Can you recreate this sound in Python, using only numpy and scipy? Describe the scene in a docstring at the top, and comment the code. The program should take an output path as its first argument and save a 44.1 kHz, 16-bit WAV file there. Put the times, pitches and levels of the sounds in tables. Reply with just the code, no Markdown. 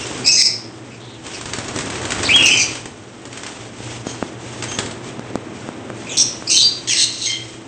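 """In a hard-walled tiled room, lovebirds flutter about a wire cage close to a hand-held camera.
Whistles are gliding harmonic tones; screeches are uneven puffs of noise ringing a throat and beak.
Wings slap the bars, stir the air and brush in bursts of grainy noise, and later a hand or clothes rustle
softly in the same way; calls and strokes ring in the room. A fan hums behind as two tones, under a low
rush of air shaped from noise, and dull taps arrive through the camera's body."""
import sys
import numpy as np
from scipy import signal
from scipy.fft import rfft, irfft, next_fast_len
from scipy.io import wavfile
from scipy.ndimage import uniform_filter1d, minimum_filter1d, map_coordinates

SR = 44100
rng = np.random.default_rng(int(sys.argv[2]) if len(sys.argv) > 2 else 0)


def unload_audio(sound):
    """Save the sound as a 16-bit wav file, at the path given as the first command line argument."""
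    columns = np.transpose(np.atleast_2d(sound))
    # keep every value between -1 and 1, then stretch to whole-number steps
    steps = np.round(np.clip(columns, -1, 1) * 32767)
    wavfile.write(sys.argv[1], SR, steps.astype(np.int16))


N = 338247
TOP_HZ = 8630  # upper band limit


def amp(db):
    """Decibels to gain."""
    return 10 ** (np.asarray(db) / 20)


def unit(x):
    """Scale to rms 1."""
    return x / np.sqrt(np.mean(x ** 2) + 1e-20)


def along(points, hz):
    """(Hz, value) points read on a log frequency axis."""
    point_hz, values = np.transpose(points)
    return np.interp(np.log(hz + 1), np.log(point_hz + 1), values)


def curve(rows):
    """(seconds, value) rows as one value per sample."""
    return np.interp(np.arange(N) / SR, *np.transpose(rows))


def wobble(rate, size=N):
    """A smooth random curve with rate knots a second."""
    knots = rng.standard_normal(int(size * rate / SR) + 4)
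    return map_coordinates(knots, [np.arange(size) * rate / SR])


def filtered(x, response):
    """x shaped by a response given as a function of frequency."""
    size = next_fast_len(len(x) + 8192)
    spectrum = rfft(x, size) * response(np.fft.rfftfreq(size, 1 / SR))
    return irfft(spectrum, size)[:len(x)]


def coloured(x, spectrum):
    """x with the given (Hz, dB) colour below the band limit, at rms 1."""
    return unit(filtered(x, lambda hz: amp(along(spectrum, hz)) * (hz < TOP_HZ)))


def add(track, s, x):
    """Mix x into the track at s seconds."""
    i = max(round(s * SR), 0)
    track[i:i + len(x)] += x[:max(N - i, 0)]


def gate(size, edge):
    """A flat envelope with soft ends, edge seconds long."""
    return signal.windows.tukey(size, min(2 * edge * SR / size, 1))


def grainy(rate, depth_db):
    """Noise broken into grains, as barbs catch and slip."""
    return unit(rng.standard_normal(N) * amp(depth_db * wobble(rate)))


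# Third harmonic: dB over the fundamental when the octave is at 0 dB; dB it gains per dB of the octave.
THIRD_DB, THIRD_FOLLOWS = -6, 0.69


def syrinx(pitch, scatter, db, octave_db, scatter_rate=900, throb_rate=450, throb_db=2.5):
    """A whistle of three harmonics; the more its pitch scatters, the more its level throbs."""
    n = len(pitch)
    scattered_hz = pitch * (1 + scatter * wobble(scatter_rate, n))
    phase = 2 * np.pi * np.cumsum(scattered_hz) / SR
    throb = unit(amp(throb_db * np.tanh(scatter / 0.022) * wobble(throb_rate, n)))
    gains = [1, amp(octave_db), amp(THIRD_DB + THIRD_FOLLOWS * octave_db)]
    tone = sum(g * np.sin(k * phase) for k, g in enumerate(gains, 1))
    tone = tone / np.sqrt(sum(g * g for g in gains) / 2)
    return amp(db) * tone * throb * gate(n, edge=0.0046)


# Short chirps from the cage, near the microphone. Each row: start in seconds, length in seconds,
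# start pitch in Hz, end pitch in Hz, pitch scatter as a share, level in dB before the room and mix,
# octave over fundamental in dB.
SHORT_CHIRPS = [(0.0, 0.051, 2900, 2660, 0.06, -32.5, -2), (0.279, 0.055, 2790, 2770, .008, -21, 28),
                (0.369, 0.051, 2050, 2040, .02, -26.5, 1), (0.904, 0.064, 2510, 2490, 0.07, -46, -9),
                (1.002, 0.17, 3750, 3500, 0.12, -47, -22), (1.332, 0.035, 2500, 2650, 0.14, -34, 3),
                (2.245, 0.042, 4730, 3710, 0.092, -23.5, -11), (2.508, 0.049, 2976, 3100, 0.019, -16, -12),
                (4.07, 0.055, 3200, 3150, 0.014, -40, -3), (4.681, 0.084, 3170, 3214, 0.032, -32.5, 6.5),
                (6.066, 0.15, 2514, 2530, .065, -38, -14), (6.092, 0.075, 3590, 2970, 0.075, -30, 1),
                (6.197, 0.0385, 2900, 2760, 0.036, -14, 27), (6.47, 0.065, 2350, 2916, 0.052, -23.5, 16),
                (6.541, 0.055, 3050, 3106, 0.0089, -16, 4), (6.622, .06, 4687, 4687, .001, -16.5, -40),
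                (6.884, .055, 3500, 2600, 0.032, -19, 3.5), (6.896, 0.046, 2850, 2040, .03, -24.5, 2),
                (6.947, 0.053, 2350, 3100, 0.02, -26.5, 4), (7.255, .028, 3246, 3154, 0.026, -21.5, 7),
                (7.291, .083, 3190, 3200, 0.023, -26.5, -16),
                (7.263, 0.087, 2150, 2066, 0.032, -28.5, -1.5)]
# Long calls from the cage, one list of rows per call. Each row: time in seconds, pitch in Hz,
# pitch scatter as a share, level in dB before the room and mix, octave over fundamental in dB.
BENDING_CALLS = [
    [(.241, 2480, 0.053, -27.5, 3), (.28, 2540, 0.032, -13, 15), (.305, 2600, 0.0057, -14.5, -1),
     (.322, 2560, 0.043, -24, 14), (.38, 2520, .015, -16, 18), (.42, 2630, 0.051, -20, 20),
     (.478, 2580, 0.054, -12, 29)],
    [(2.289, 2150, 0.077, -12, -19), (2.336, 3000, 0.063, -18.5, -19), (2.346, 3275, 0.0042, -7.5, -25),
     (2.372, 3300, .005, -14, -28), (2.384, 2810, 0.061, -17, -26), (2.47, 2653, 0.049, -14.5, -9),
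     (2.57, 2468, 0.067, -19.5, -10), (2.636, 2370, 0.049, -19.5, 4)],
]


def whistles():
    """Chirps glide straight from one pitch to another; long calls bend and change colour as they go."""
    out = np.zeros(N)
    for s, length, start_hz, end_hz, scatter, db, octave_db in SHORT_CHIRPS:
        glide = np.linspace(start_hz, end_hz, int(length * SR))
        add(out, s, syrinx(glide, scatter, db, octave_db))
    for call in BENDING_CALLS:
        times, *controls = np.transpose(call)
        t = np.arange(times[0], times[-1], 1 / SR)
        add(out, times[0], syrinx(*[np.interp(t, times, c) for c in controls]))
    return out


# Harsh screeches, near the microphone. Each row: start in seconds, length in seconds, level in dB
# before the room and mix, swell over the length in dB, syrinx resonance in Hz,
# beak resonance in Hz, beak resonance level in dB.
HARSH_SCREECHES = [(0.259, 0.0345, -15, 4, 2300, 5300, 9.5), (0.317, 0.062, -17.5, -1, 2660, 6250, 16),
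                   (.371, .055, -14.5, 17, 2240, 5200, 10.5), (2.456, 0.036, -17.5, -6, 2700, 6100, 10),
                   (2.571, 0.074, -20, -1, 2600, 6060, 14), (4.066, 0.055, -36, -1, 3070, 6600, 5),
                   (6.169, 0.05, -15, 1, 3470, 5630, 6.5), (6.498, .075, -15.5, 0, 2710, 6030, 2),
                   (6.567, 0.067, -12.5, -9, 3750, 4040, 11), (6.873, 0.16, -23, 2.5, 1990, 3100, -1.5),
                   (6.97, 0.078, -16.5, 5.5, 2900, 4040, 7.5), (7.125, .097, -32.5, 2, 2900, 4020, 2),
                   (7.214, 0.061, -23.5, 3, 2870, 4000, 8), (7.26, 0.061, -29.5, 4, 2300, 5250, 6)]
# Throat resonances shared by all screeches. Each row: centre in Hz, nominal width in Hz
# (the sharpness setting scales it), level in dB.
THROAT_RESONANCES = [(4220, 520, 0), (5470, 820, -2), (6380, 450, 1), (8030, 760, -2.5)]
SYRINX_WIDTH_HZ, SYRINX_DB, BEAK_WIDTH_HZ = 290, -2, 465  # widths nominal, as in the throat table
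PUFF_RATE = 540  # puffs a second, before jitter


def screeches(jitter=.25, puff_decay=5, sharpness=0.61):
    """Driven hard, the syrinx breaks into uneven puffs that ring the throat; the beak picks out one band."""
    out = np.zeros(N)
    for s, length, db, swell_db, syrinx_hz, beak_hz, beak_db in HARSH_SCREECHES:
        n = int(length * SR)
        throat = [*THROAT_RESONANCES, (syrinx_hz, SYRINX_WIDTH_HZ, SYRINX_DB), (beak_hz, BEAK_WIDTH_HZ, beak_db)]
        cycle = np.cumsum(PUFF_RATE * (1 + jitter * wobble(PUFF_RATE, n))) / SR % 1
        puffs = np.exp(-puff_decay * cycle) * rng.standard_normal(n)

        def tract(f):
            """Resonances summed as power."""
            return np.sqrt(sum(amp(level) ** 2 / (1 + (sharpness * (f - hz) / width) ** 2) ** 6
                               for hz, width, level in throat))

        swell = amp(db + swell_db * np.linspace(-.5, .5, n))
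        add(out, s, unit(filtered(puffs, tract)) * swell * gate(n, edge=0.0014))
    return out


# Hard wing strokes against the cage bars, near the microphone. Each row: start in seconds,
# slap level in dB, push of air over the slap in dB, both before their layer gains.
HARD_STROKES = [(.0674, -17, 4), (.176, -21, 2), (1.265, -20, -6), (1.411, -18, -10), (1.4564, -18, 17),
                (1.534, -10, 4.5), (1.585, -17, 16), (1.6821, -16.5, 15.5), (1.7605, -14.5, 18.5),
                (1.7876, -12.5, -7), (1.807, -18, -7), (1.901, -15.5, 14), (1.955, -18.5, 13),
                (2.015, -21, 14), (2.052, -13.5, 1), (2.1046, -11.5, 7), (2.1197, -10.5, 8),
                (2.2308, -6.5, -7), (2.3602, -3, -8), (2.424, -7.5, 5), (2.753, -16.5, 3),
                (2.8563, -21, 16), (3.253, -23, 13), (3.3278, -23, 2), (3.3734, -19.5, -15),
                (3.433, -18, -8), (3.464, -16.5, -3), (4.6237, -12, 9), (4.6377, -19, 12),
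                (4.7158, -15, -16), (4.7872, -6.5, 14), (4.8595, -17.5, 11), (4.9106, -20.5, 14)]
# Colour of feathers slapping wire, heard close. Each row: frequency in Hz, relative level in dB per Hz.
SLAP_COLOUR = [(200, -42), (600, -2.5), (1500, 4), (3300, 0.5), (5000, -1.5), (8500, 1.5)]


def strokes(rows, snap_t60=0.032, swish_t60=0.26, swish_db=-15, rise=0.00047):
    """Each stroke is a slap of stiff feathers, a trailing swish and a push of air; times in seconds."""
    slap, push = np.zeros(N), np.zeros(N)
    t = np.arange(SR // 5) / SR
    decay = amp(-60 * t / snap_t60) + amp(swish_db - 60 * t / swish_t60)
    shape = (1 - np.exp(-t / rise)) * decay
    for s, db, push_db in rows:
        add(slap, s, amp(db) * shape)
        add(push, s, amp(db + push_db) * shape)
    push_colour = [(40, -23), (120, 1.5), (350, -1.5), (900, -11), (2500, -18.5)]  # (Hz, dB)
    air = coloured(rng.standard_normal(N), push_colour)
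    feathers = coloured(grainy(rate=1500, depth_db=0.5), SLAP_COLOUR)
    return amp(-6) * slap * feathers + amp(-20.5) * push * air


# Light strokes: number a second; slap level over the stirred-air gain, its spread, push over slap, in dB.
LIGHT_RATE, LIGHT_DB, LIGHT_SCATTER_DB, LIGHT_PUSH_DB = 12, 10.5, -0.5, 6


def light_strokes(air):
    """Lighter strokes at uneven intervals follow the stirred air of the moment: rows like HARD_STROKES."""
    count = int(LIGHT_RATE * N / SR)
    late, size = rng.random((count, 2)).T
    at = ((np.arange(count) + late) * N / count).astype(int)
    levels = 20 * np.log10(air[at]) + LIGHT_DB + LIGHT_SCATTER_DB * (2 * size - 1)
    return [(i / SR, db, LIGHT_PUSH_DB) for i, db in zip(at, levels)]


# Bursts of wing work and, from 3.651 to 5.498 seconds, soft rustling of a hand or clothes, all close.
# Each row: start in seconds, rise in seconds, length before dying away in seconds, stirred air in dB,
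# brushing in dB, swell over the burst in dB; both levels are before the gains in flutter_and_rustle,
# and the brushing takes only a share of the swell.
MOVEMENT_BURSTS = [(-.05, 0.034, 0.26, -36, -31.5, -3), (1.215, 0.037, .17, -40, -35, 2),
                   (1.428, 0.042, 0.98, -35, -34.5, 9.5), (2.16, 0.039, 0.57, -33, -29.5, -9),
                   (3.25, 0.1, 0.39, -43.5, -39, 3), (3.651, 0.26, .28, -41, -33.5, 4),
                   (4.036, 0.032, 0.24, -41, -38, -5), (4.317, 0.15, 0.47, -42, -36.5, 3),
                   (5.01, 0.038, 0.059, -43, -37, 6), (5.146, 0.049, .16, -45.5, -46, 4),
                   (5.498, 0.066, 0.2, -56, -40.5, -6), (5.89, 0.11, 1.646, -47, -38.5, -0.5)]
BRUSH_SWELLS = 0.35  # share of a burst's swell that reaches the brushing
IDLE_AIR_DB, IDLE_BRUSH_DB = -50.5, -46  # fidgeting between bursts, before the same gains
RELEASE_T60_S = 0.69  # how a burst dies away


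def movement():
    """Gains of stirred air and of brushing: each burst rises, swells or fades while it lasts, and dies away."""
    t = np.arange(N) / SR
    air, brush = amp(IDLE_AIR_DB), amp(IDLE_BRUSH_DB)
    for s, rise, length, air_db, brush_db, swell_db in MOVEMENT_BURSTS:
        release = amp(-60 * np.maximum(t - s - length, 0) / RELEASE_T60_S)
        shape = np.clip((t - s) / rise, 0, 1) * release
        swell = swell_db * (np.clip((t - s) / length, 0, 1) - .5)
        air = np.maximum(air, shape * amp(air_db + swell))
        brush = np.maximum(brush, shape * amp(brush_db + BRUSH_SWELLS * swell))
    return air, brush


# Colour of air stirred close to the microphone. Each row: frequency in Hz, relative level in dB per Hz.
STIRRED_AIR_COLOUR = [(18, -30.5), (30, -15.5), (98, -1), (194, -12.5), (289, -0.5), (464, -7), (522, -8.5),
                      (1160, -10.5), (3970, -20.5), (8450, -30.5), (11000, -42), (18600, -120)]
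# Colour of the brushing, heard close. Each row: frequency in Hz, relative level in dB per Hz.
BRUSHING_COLOUR = [(800, -34), (2000, 3), (3300, 6), (4200, -1.5), (6000, 3.5), (7500, 2), (8600, 2.5)]


def flutter_and_rustle(air, brushing, beat_rate=19, beat_db=2, whoosh_db=4, brush_db=-2):
    """Quick beats, beat_rate a second on average, sway a whoosh of stirred air and a softer brushing."""
    uneven_rate = beat_rate * (1 + 0.202 * wobble(8.9))
    beat = np.sin(2 * np.pi * np.cumsum(uneven_rate) / SR)
    stirred = coloured(grainy(rate=630, depth_db=2), STIRRED_AIR_COLOUR)
    whoosh = air * amp(whoosh_db + beat_db * beat) * stirred
    barbs = coloured(grainy(rate=1700, depth_db=1.5), BRUSHING_COLOUR)
    brush = brushing * amp(brush_db + 1.0 * beat) * barbs
    return whoosh + brush


# Taps on the camera, right at the microphone. Each row: start in seconds, knock peak in dB,
# contact time scale in seconds, click over the knock in dB before a fixed lift.
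CAMERA_TAPS = [(3.8042, -18, 0.00075, -30), (4.0692, -9.5, 0.00049, -22), (4.2266, -2.5, 0.00026, -23),
               (5.1947, -12.5, 0.00043, 0), (5.3562, -3.5, 0.00034, 0.5), (5.6894, -9.5, 0.00027, -3),
               (5.9022, -9.5, 0.000083, -1), (6.4241, -13.5, 0.00015, -20)]
# Ringing modes of the camera's body, around the microphone.
# Each row: frequency in Hz, 60 dB decay time in seconds, relative level in dB.
BODY_MODES = [(238, 0.019, 0), (520, 0.0033, 8), (1230, 0.0046, 0.5)]


def taps():
    """A fingertip pushes the camera's body, which rings very briefly; a firm contact adds a click."""
    out, t = np.zeros(N), np.arange(SR // 30) / SR
    ring = sum(amp(db - 60 * t / t60) * np.cos(2 * np.pi * hz * t) for hz, t60, db in BODY_MODES)
    # the held body leaks slow pressure away
    ring = signal.lfilter(*signal.butter(1, 130, 'high', fs=SR), ring)
    for s, db, contact, click_db in CAMERA_TAPS:
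        push = t * np.exp(-2 * t / contact)
        knock = np.convolve(push, ring)[:len(t)]
        knock = knock / np.abs(knock).max()
        click = np.diff(np.exp(-t / .0002), prepend=0)
        add(out, s, amp(db) * (knock + amp(click_db + 2.0) * click))
    return out


# Colour of the low rush of air. Each row: frequency in Hz, relative level in dB per Hz.
LOW_RUSH_COLOUR = [(15, -43), (25, -36.5), (80, -17), (118, 2), (149, -12.5), (248, -3.5), (294, -7.5),
                   (326, -4.5), (499, -10.5), (592, -13), (2300, -23.5), (4000, -34), (5200, -51),
                   (8800, -120)]
# Level of the low rush of air at the microphone, from fan and wings together.
# Each row: time in seconds, level in dB before the low cut.
LOW_RUSH_LEVEL = [(0.0, -38.5), (0.19, -29), (0.45, -36), (1.26, -39), (1.83, -31), (2.24, -27.5),
                  (2.97, -39), (4.59, -33), (6.09, -32), (7.3, -40.5), (7.67, -37.5)]
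# The motor's two hums, from behind. Each row: frequency in Hz, level in dB before its swell and wobble.
MOTOR_HUMS = [(119.5, -48), (328.4, -50)]
# Swell of the two hums at the microphone. Each row: time in seconds, deep hum in dB, upper hum in dB.
MOTOR_SWELL = [(0, -9, -2), (1.1, 4, 0.5), (3.2, -7.5, -2.5), (4.0, 11.5, 1.5), (5.4, -4, -3),
               (6.2, -1, 3.5), (7.67, 1, 5.5)]


def fan_and_low_rush():
    """A slightly unsteady motor hum of two swelling tones, and noise as a low rush that comes and goes."""
    t = np.arange(N) / SR
    times, *swells = np.transpose(MOTOR_SWELL)
    hum = np.zeros(N)
    for (hz, db), swell in zip(MOTOR_HUMS, swells):
        level = amp(db + np.interp(t, times, swell) + 2.6 * wobble(6.4))
        hum += level * np.sqrt(2) * np.sin(2 * np.pi * hz * t + 0.45 * wobble(4.6))
    rush = coloured(rng.standard_normal(N), LOW_RUSH_COLOUR)
    # thin out the deepest rumble
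    rush = signal.lfilter(*signal.butter(1, 35, 'high', fs=SR), rush)
    return hum + amp(curve(LOW_RUSH_LEVEL)) * rush


# Ringing of the tiled room around cage and microphone.
# Each row: frequency in Hz, 60 dB decay time in seconds.
ROOM_DECAY = [(200, 0.86), (2500, 0.51), (5000, 0.44), (8500, 0.34)]


def room(x, wet_db):
    """Hard walls answer with a dense tail; direct sound and tail together about keep the power of x."""
    hz, t, bands = signal.stft(rng.standard_normal(int(SR * .7)), SR, nperseg=256)
    decay = amp(-60 * t / along(ROOM_DECAY, hz)[:, None])
    tail = signal.istft(bands * decay, SR, nperseg=256)[1]
    tail = np.pad(tail / np.linalg.norm(tail), (130, 0))  # 130 samples before the walls answer
    wet = signal.fftconvolve(x, tail)[:N]
    return (x + amp(wet_db) * wet) / np.hypot(1, amp(wet_db))


def limiter(x, ceiling_db=-6.5, hold=0.035, window=0.0039):
    """The gain drops when the short-term level passes the ceiling, and takes the background down with it."""
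    power = uniform_filter1d(x * x, max(int(window * SR), 1))
    level = np.sqrt(np.abs(power) + 1e-12)
    needed = np.minimum(1, amp(ceiling_db) / level)
    span = max(int(hold * SR), 3)
    held = minimum_filter1d(needed, span, origin=span // 3)
    return x * uniform_filter1d(held, max(span // 3, 1))


def scene():
    """Birds in the room, soft rustling close by, hum and low rush behind, taps right at the microphone."""
    calls = room(whistles(), wet_db=-5.0) * amp(2.5) + room(screeches(), wet_db=-4.0) * amp(2.5)
    air, brushing = movement()
    all_strokes = strokes([*HARD_STROKES, *light_strokes(air)])
    moving = room(all_strokes, wet_db=-6.0) + flutter_and_rustle(air, brushing)
    return (calls + moving + fan_and_low_rush() + taps())[None]


def record(dry):
    """A limiter holds loud moments down, peaks are rounded off, and a steep cut acts at the band limit."""
    x = limiter(dry[0])
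    x = x / (1 + np.abs(x) ** 6) ** (1 / 6)
    return filtered(x, lambda hz: 1 / np.sqrt(1 + (hz / TOP_HZ) ** 240))[None]


dry = scene()
out = record(dry)
unload_audio(out)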